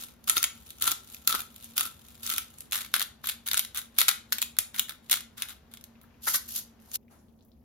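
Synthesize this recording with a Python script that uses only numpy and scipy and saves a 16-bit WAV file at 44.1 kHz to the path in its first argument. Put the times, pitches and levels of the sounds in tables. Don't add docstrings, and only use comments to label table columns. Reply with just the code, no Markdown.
import sys
import numpy as np
from scipy import signal
from scipy.fft import rfft, irfft, next_fast_len
from scipy.io import wavfile
from scipy.ndimage import uniform_filter1d

SR = 44100
rng = np.random.default_rng(int(sys.argv[2]) if len(sys.argv) > 2 else 0)


def persist_wave(psi):
    counts = np.round(np.clip(psi, -1, 1) * 32767).astype(np.int16)
    wavfile.write(sys.argv[1], SR, np.atleast_2d(counts).T)


N = 336924
STEP = 16


def amp(db):
    return 10 ** (np.asarray(db) / 20)


def unit(x):
    return x / np.sqrt(np.mean(x ** 2) + 1e-20)


def along(points, hz):
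    f, v = np.transpose(points)
    return np.interp(np.log(hz + 1), np.log(f + 1), v)


def filtered(x, response):
    m = next_fast_len(N + SR // 2)
    return irfft(rfft(x, m) * response(np.fft.rfftfreq(m, 1 / SR)), m)[..., :N]


def modes(table):
    def response(f):
        total = 0
        for k, (centre, width, db) in enumerate(table):
            damping = 1j * f * width
            total = total + (-1) ** k * amp(db) * damping / (centre * centre - f * f + damping)
        return total
    return response


def shape(table):
    return lambda f: amp(along(table, f))


def coloured(envelope, response):
    gain = np.sqrt(np.mean(np.abs(response(np.linspace(1, SR / 2, num=4000))) ** 2))
    return filtered(envelope * rng.standard_normal((2, N)), response) / gain


def patchy(x, patchy_db):
    z = signal.stft(x, nperseg=128)[2]
    field = uniform_filter1d(rng.standard_normal(z.shape[1:]), size=4, axis=0)
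    field = uniform_filter1d(field, size=6, axis=1)
    gain = amp(patchy_db * unit(field))
    return signal.istft(z * unit(gain), nperseg=128)[1][:, :N]


def bursts(power, t60, chatter_db, chatter_t60):
    t = np.arange(SR // 10) / SR
    snap = amp(-120 * t / t60)
    chatter = amp(2 * chatter_db - 120 * t / chatter_t60)
    return np.abs(signal.fftconvolve(power, snap + chatter)[:N])


def friction(rate, spread_db, smooth):
    sizes = amp(2 * spread_db * np.minimum(rng.exponential(size=N), 3))
    grains = (rng.random(N) < rate / SR) * sizes
    power = bursts(grains, 0.021, -9, 0.01)
    return (power / power.mean() + smooth) / (1 + smooth)


def strokes(tables):
    t, level_db = np.arange(N) / SR, np.full(N, -200.)
    for rows in tables:
        s, db = np.transpose(rows)
        on = (t >= s[0]) & (t <= s[-1])
        level_db[on] = np.interp(t[on], s, db)
    return level_db


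def swell(start, length, db, change_db, rise, fall):
    t = np.arange(0, N, STEP) / SR - start
    done = np.clip(t / length, 0, 1)
    rising = rise * np.minimum(t, 0)
    falling = fall * np.maximum(t - length, 0)
    return amp(2 * (db + change_db * done + rising - falling)), done


# (frequency [Hz], density [dB per Hz])
HOOD_SPECTRUM = [(15, -34.5), (30, -20.5), (60, 0.5), (130, -5.5), (300, -11), (550, -14.5), (1000, -27.5),
                 (2000, -56.5)]
# (frequency [Hz], width [Hz], level [dB])
DUCT_TONES = [(67.4, 15, 2), (231.6, 8, 9)]
# (frequency [Hz], density [dB per Hz])
STEAM_SPECTRUM = [(300, 0.5), (800, 5), (1500, 1.5), (2500, -3), (5000, -9), (9000, -13.5), (13000, -12),
                  (16000, -23.5)]
# (frequency [Hz], density [dB per Hz])
CALM_SPECTRUM = [(900, 0.5), (1600, -8), (3000, -9.5), (5500, -13), (12000, -8.5), (16000, -11)]


def hood_and_hiss(before):
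    rumble, tones = shape(HOOD_SPECTRUM), modes(DUCT_TONES)
    fan = coloured(amp(-58.5), lambda hz: np.hypot(rumble(hz), np.abs(tones(hz))))
    steam = coloured(amp(-66.5) * before, shape(STEAM_SPECTRUM))
    calm = coloured(amp(-76) * (1 - before), shape(CALM_SPECTRUM))
    return fan + steam + patchy(calm, patchy_db=3.5)


# (frequency [Hz], t60 [s])
ROOM_DECAY = [(500, 0.25), (2000, 0.33), (8000, 0.27), (16000, 0.17)]


def room_tail(x):
    out, step = np.zeros((2, N + SR)), SR // 3
    for i in range(0, N, step):
        hz, t, z = signal.stft(rng.standard_normal((2, SR // 3)), SR, nperseg=256)
        decay = amp(-60 * t / along(ROOM_DECAY, hz)[:, None])
        tail = signal.istft(z * decay, SR, nperseg=256)[1]
        wet = signal.fftconvolve(x[:, i:i + step], tail / np.linalg.norm(tail[0]), axes=1)
        out[:, i + 130:][:, :wet.shape[1]] += wet
    return out[:, :N]


# (time [s], relative level [dB], centre frequency [Hz])
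PAN_TICKS = [(5.537, -44, 800), (5.9539, -46.5, 2400), (6.0152, -50, 11800), (6.0337, -52, 11860),
             (6.04, -42.5, 1390), (6.106, -50.5, 2290), (6.1419, -49, 2300), (6.196, -51, 1097),
             (6.793, -56, 2600), (6.877, -41, 800), (7.0808, -52, 2210), (7.19, -56, 6000),
             (7.284, -57.5, 3600), (7.3898, -60, 3990), (7.4083, -54.5, 3830), (7.425, -58, 6700),
             (7.45, -57, 13360), (7.4842, -60.5, 13100), (7.5176, -56.5, 4190)]
# (time [s], level [dB])
PASTA_LIFT = [(7.095, -78), (7.112, -58.5), (7.16, -63), (7.3, -77), (7.55, -84), (7.63, -94)]
# (frequency [Hz], density [dB per Hz])
SLOSH_SPECTRUM = [(200, -6), (800, 1), (1600, -4.5), (2800, -14), (5000, -14.5), (11000, -7), (16000, -28)]


def pan():
    out, t = np.zeros((2, N + SR)), np.arange(SR // 12) / SR
    decay = amp(-60 * t / 0.0055) + 0.24 * amp(-60 * t / 0.17)
    for s, db, hz in PAN_TICKS:
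        puff = rng.standard_normal((2, len(t))) * decay
        b, a = signal.butter(2, [hz * .8, hz * 1.25], "band", fs=SR)
        tick = amp(db + 5) * signal.lfilter(b, a, puff)
        out[:, round(s * SR):][:, :len(t)] += tick
    return out[:, :N] + coloured(amp(strokes([PASTA_LIFT])), shape(SLOSH_SPECTRUM))


# (time [s], level [dB])
HAND_RUBS = [
    [(6.21, -65), (6.24, -41.5), (6.262, -39.5), (6.277, -24.5), (6.33, -34), (6.348, -18.5), (6.365, -27),
     (6.4, -58), (6.47, -53)],
    [(6.478, -43), (6.545, -38.5), (6.563, -28), (6.6, -39), (6.65, -67), (6.72, -82)],
    [(6.8, -65.5), (6.886, -62), (6.93, -45.5), (6.96, -23.5)],
]
# (time [s], hollow ring level [dB])
PALM_KNOCKS = [(6.274, -25), (6.344, -32.5)]
RUB_AIR_DB = -27.5


def hand():
    rub = friction(2200, spread_db=12, smooth=0.68) * amp(2 * strokes(HAND_RUBS))
    bumps = sum(swell(s, 0.0033, db, 0, 3000, 1040)[0] for s, db in PALM_KNOCKS)
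    return rub, rub * amp(2 * RUB_AIR_DB) + np.repeat(bumps, STEP)[:N]


# (start [s], length [s], grinding level [dB], change by the end [dB], hollow ring share at the end,
#  before the gain AIR_GROWS_DB is counted back [dB])
WRIST_PUSHES = [(0, 0.13, -38.5, -21.5, -13.5), (0.28, 0.055, -28.5, -8.5, -8),
                (0.366, 0.016, -20, -14, -7.5), (0.422, 0.018, -34, -6.5, -5.5),
                (0.816, 0.098, -28.5, -4.5, -8.5), (1.277, .13, -31, -7, -7.5),
                (1.766, .1, -31.5, -9, -8.5), (2.234, .16, -34, -3.5, -12), (2.729, 0.12, -30.5, -16, -7.5),
                (2.943, 0.06, -31, -8, -11.5), (3.24, 0.048, -42, 8, -11), (3.465, 0.11, -40, 0.5, -11),
                (3.752, 0.035, -39, 4, -7.5), (3.988, .042, -27.5, -8.5, -11),
                (4.088, 0.025, -22.5, -13, -4.5), (4.324, 0.016, -35.5, -11, -28.5),
                (4.416, 0.012, -35.5, -8, -28.5), (4.744, 0.054, -44.5, 4, -6),
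                (4.884, 0.023, -46.5, -1, -3.5), (5.113, 0.055, -27, -17, -15.5),
                (5.375, .05, -48, 9.5, -5.5), (5.485, 0.026, -47.5, 1.5, -8), (5.715, .03, -55, -1, -8),
                (6.015, 0.019, -61.5, -10, -12)]
BITE_DB_PER_S, LET_GO_DB_PER_S = 2600, 398.5
CREEP_DB, CREEP_DB_PER_S = -23, 299
AIR_GROWS_DB = 2
# (time [s], grinding level [dB])
SLACK_RETURNS = [(.7, -52), (1.14, -48), (1.65, -48.5), (2.12, -52), (2.6, -54), (3.681, -77)]
BACK_RISE_DB_PER_S, BACK_FALL_DB_PER_S, BACK_AIR_DB = 119, 186, -20.5
TRICKLE_S, TRICKLE_DB, TRICKLE_AIR_DB = .45, -61.5, -15


def wrist(salt):
    trickling = salt * (np.arange(N) > TRICKLE_S * SR)
    grind = amp(2 * TRICKLE_DB) * trickling[::STEP]
    air = grind * amp(2 * TRICKLE_AIR_DB)
    for s, length, db, change_db, air_db in WRIST_PUSHES:
        bite, done = swell(s, length, db, change_db, BITE_DB_PER_S, LET_GO_DB_PER_S)
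        creep, _ = swell(s, .005, db + CREEP_DB, 0, CREEP_DB_PER_S, LET_GO_DB_PER_S)
        power = bite + creep
        grind = grind + power
        air = air + power * amp(2 * (air_db + AIR_GROWS_DB * (done - 1.0)))
    for s, db in SLACK_RETURNS:
        power, _ = swell(s, 0.0049, db, 0, BACK_RISE_DB_PER_S, BACK_FALL_DB_PER_S)
        grind = grind + power
        air = air + power * amp(2 * BACK_AIR_DB)
    return np.repeat(grind, STEP)[:N], np.repeat(air, STEP)[:N]


SWAP_S = 2.65
# (time [s], relative level [dB], relative hollow ring share [dB])
GRAIN_CRACKS = [(0.2417, -39, -51), (0.288, -20.5, -32), (0.2971, -8.5, -18.5), (0.314, -24.5, -16),
                (0.3683, -13.5, -7.5), (0.3799, -13.5, -19), (0.429, -11, -29), (0.4408, -7.5, -18.5),
                (0.705, -29, -45), (.7995, -39.5, -36), (.823, -11.5, -25), (0.8764, -11.5, -13),
                (.917, -13.5, -12), (1.1461, -28, -32), (1.275, -7, -17), (1.294, -15, -14),
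                (1.308, -21, -7), (1.3259, -17.5, -5), (1.3427, -26, 1.5), (1.3501, -20.5, -2),
                (1.4047, -22.5, -31), (1.5619, -35.5, -31), (1.6436, -31.5, -57), (1.7658, -29, -17),
                (1.7795, -7.5, -24), (1.809, -14.5, -10), (2.232, -30, -26), (2.2648, -20, -26),
                (2.3005, -15.5, -40), (2.338, -20, -8), (2.3818, -14.5, -13), (2.5851, -36, -40),
                (2.6065, -32, -54), (2.7114, -33, -40), (2.7223, -18.5, -23), (2.7674, -22, -22),
                (2.9401, -9.5, -10), (2.9634, -19.5, -5.5), (2.996, -18, -15), (3.0066, -24.5, -1.5),
                (3.0168, -17, -10.5), (3.0254, -17, -19), (3.242, -33, 2), (3.272, -19.5, -16),
                (3.2889, -18.5, -14.5), (3.2965, -16.5, -17.5), (3.476, -21.5, -17), (3.4866, -20, -16),
                (3.5141, -14.5, -15), (3.533, -15, -15), (3.5436, -16.5, -12.5), (3.573, -18, -12),
                (3.5775, -14.5, -18), (3.5941, -11.5, -20), (3.649, -27, -14.5), (3.747, -26, -19),
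                (3.7609, -29.5, -26), (3.7739, -16.5, -25), (3.7904, -28.5, -20), (3.9862, -4.5, -19),
                (3.999, -13.5, -31), (4.007, -12, -24), (4.015, -10, -7), (4.0828, -7, -12),
                (4.1118, -24.5, -22), (4.3234, -12.5, -12.5), (4.329, -14.5, -17), (4.384, -19, -16),
                (4.418, -12, -25.5), (4.426, -12, -20), (4.5672, -37.5, -4), (4.5874, -7, -25.5),
                (4.744, -33.5, -5), (4.7854, -22.5, -22), (4.7952, -9, -25), (4.8945, -23, -14.5),
                (5.0975, -22, -13), (5.113, -11, -33), (5.118, -11.5, -21), (5.1289, -11, -14),
                (5.1397, -15.5, -13.5), (5.1572, -23.5, -17.5), (5.1714, -27, -8), (5.2067, -32, -14),
                (5.377, -37, -36), (5.401, -43, -21), (5.4219, -18.5, -18), (5.494, -32, -16),
                (5.7383, -34, -20), (5.772, -39, -8.5), (5.811, -39.5, -31), (5.8403, -34, -34),
                (6.2366, -40, -20), (6.49, -29.5, -40), (6.916, -32.5, -35), (6.9338, -37, -37),
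                (6.945, -31, -39), (6.957, -27, -35)]
WALL_DB, WALL_FOLLOWS = -3.5, 0.44
PEPPER_WALL_DB = 2.5


def cracks():
    s, db, air_db = np.transpose(GRAIN_CRACKS)

    def blows(level_db):
        return np.bincount((s * SR).astype(int), amp(2 * level_db), N)

    wall_db = db + WALL_DB + WALL_FOLLOWS * air_db + PEPPER_WALL_DB * (s > SWAP_S)
    grit = bursts(blows(db + 0.5), 0.005, -8, 0.023)
    air = bursts(blows(db + air_db + 2.5), 0.0025, -5, 0.02)
    wall = bursts(blows(wall_db), 0.003, -6, 0.038)
    return grit, air, wall


# (frequency [Hz], density [dB per Hz])
GRIT_SPECTRUM = [(300, -29.5), (1000, -25.5), (2500, -7), (5500, -8.5), (7300, -2.5), (10000, 0),
                 (12800, -4.5), (15600, -10.5), (16200, -35), (17000, -53.5)]
# (frequency [Hz], density [dB per Hz])
SKIN_SPECTRUM = [(1200, -22.5), (2300, -19.5), (3000, -8.5), (7000, -4.5), (12500, -0.5), (16300, -21)]
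# (frequency [Hz], width [Hz], level [dB])
SALT_MILL_AIR = [(1336, 89, 5.5), (728, 250, -14.5), (314, 127, -12.5)]
# (frequency [Hz], width [Hz], level [dB])
PEPPER_MILL_AIR = [(1390, 364, 4.5), (2214, 370, -1)]
# (frequency [Hz], width [Hz], level [dB])
MILL_WALL = [(2330, 1300, -13.5), (3636, 750, 10.5)]
# (frequency [Hz], width [Hz], level [dB])
WORKTOP = [(70, 60, 0)]


def mill():
    salt = np.arange(N) < SWAP_S * SR
    turn, turn_air = wrist(salt)
    crumbs = friction(560, spread_db=7.0, smooth=0.17)
    crumble = crumbs * turn
    skin, hand_air = hand()
    crack_grit, crack_air, crack_wall = cracks()
    air = np.sqrt(crumbs * turn_air + hand_air + crack_air)
    wall = crumble * amp(2 * np.where(salt, -9, -5)) + crack_wall
    effort = np.sqrt(turn) * amp(np.where(salt, -28, -36))

    grains = patchy(coloured(np.sqrt(crumble + crack_grit), shape(GRIT_SPECTRUM)), patchy_db=2.5)
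    rubbing = coloured(np.sqrt(skin), shape(SKIN_SPECTRUM))
    salt_ring = coloured(air * salt, modes(SALT_MILL_AIR))
    pepper_ring = coloured(air * ~salt, modes(PEPPER_MILL_AIR))
    shake = coloured(effort, modes(WORKTOP))
    wall_ring = coloured(np.sqrt(wall), modes(MILL_WALL))
    return grains + rubbing + salt_ring + pepper_ring + shake + wall_ring


SPLICE_S, ROOM_DB = 6.96, -10


def scene():
    before = np.clip(1 - (np.arange(N) / SR - SPLICE_S) / 0.015, 0, 1)
    near = mill() * before
    mill_in_room = (near + amp(ROOM_DB) * room_tail(near)) * before
    return hood_and_hiss(before) + pan() + mill_in_room


# (frequency [Hz], correlation)
PORT_LIKENESS = [(60, 0.93), (160, 0.91), (300, .7), (600, 0.27), (1400, 0.53), (3500, 0.26), (6500, 0.24),
                 (7600, 0.97), (16000, 1)]
# (frequency [Hz], lead [rad])
PORT_LEAD = [(0, 0), (1700, -.3), (2000, .5), (3800, 1.3), (5200, .4), (5800, -1.5), (7000, -1.9),
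             (7700, -2.9), (9000, -3.3), (12000, -5.3), (13200, -6.2), (16500, -6.5)]
# (frequency [Hz], left minus right [dB])
PORT_LEAN = [(60, 1.3), (200, .8), (400, 1.5), (700, 1.5), (1300, 5), (2000, 2), (3700, 4), (5000, 2.5),
             (7000, 3.5), (8500, 0), (15000, 0)]
TOP_HZ = 16900


def record(dry):
    def share(hz):
        angle = np.arccos(np.clip(along(PORT_LIKENESS, hz), -1, 1)) / 2
        return np.array([np.cos(angle), np.sin(angle)])

    def ports(hz):
        lead = np.interp(hz, *np.transpose(PORT_LEAD))
        left = amp(along(PORT_LEAN, hz) / 2) * np.exp(.5j * lead)
        return np.array([left, 1 / left])

    shared, apart = filtered(dry, share)
    pair = filtered(np.array([shared + apart, shared - apart]), ports)
    pair = pair / (1 + np.abs(pair / .8) ** 4) ** (1 / 4)
    return filtered(pair, lambda hz: np.clip((TOP_HZ - hz) / 500, 0, 1) ** 2)


dry = scene()
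out = record(dry)
persist_wave(out)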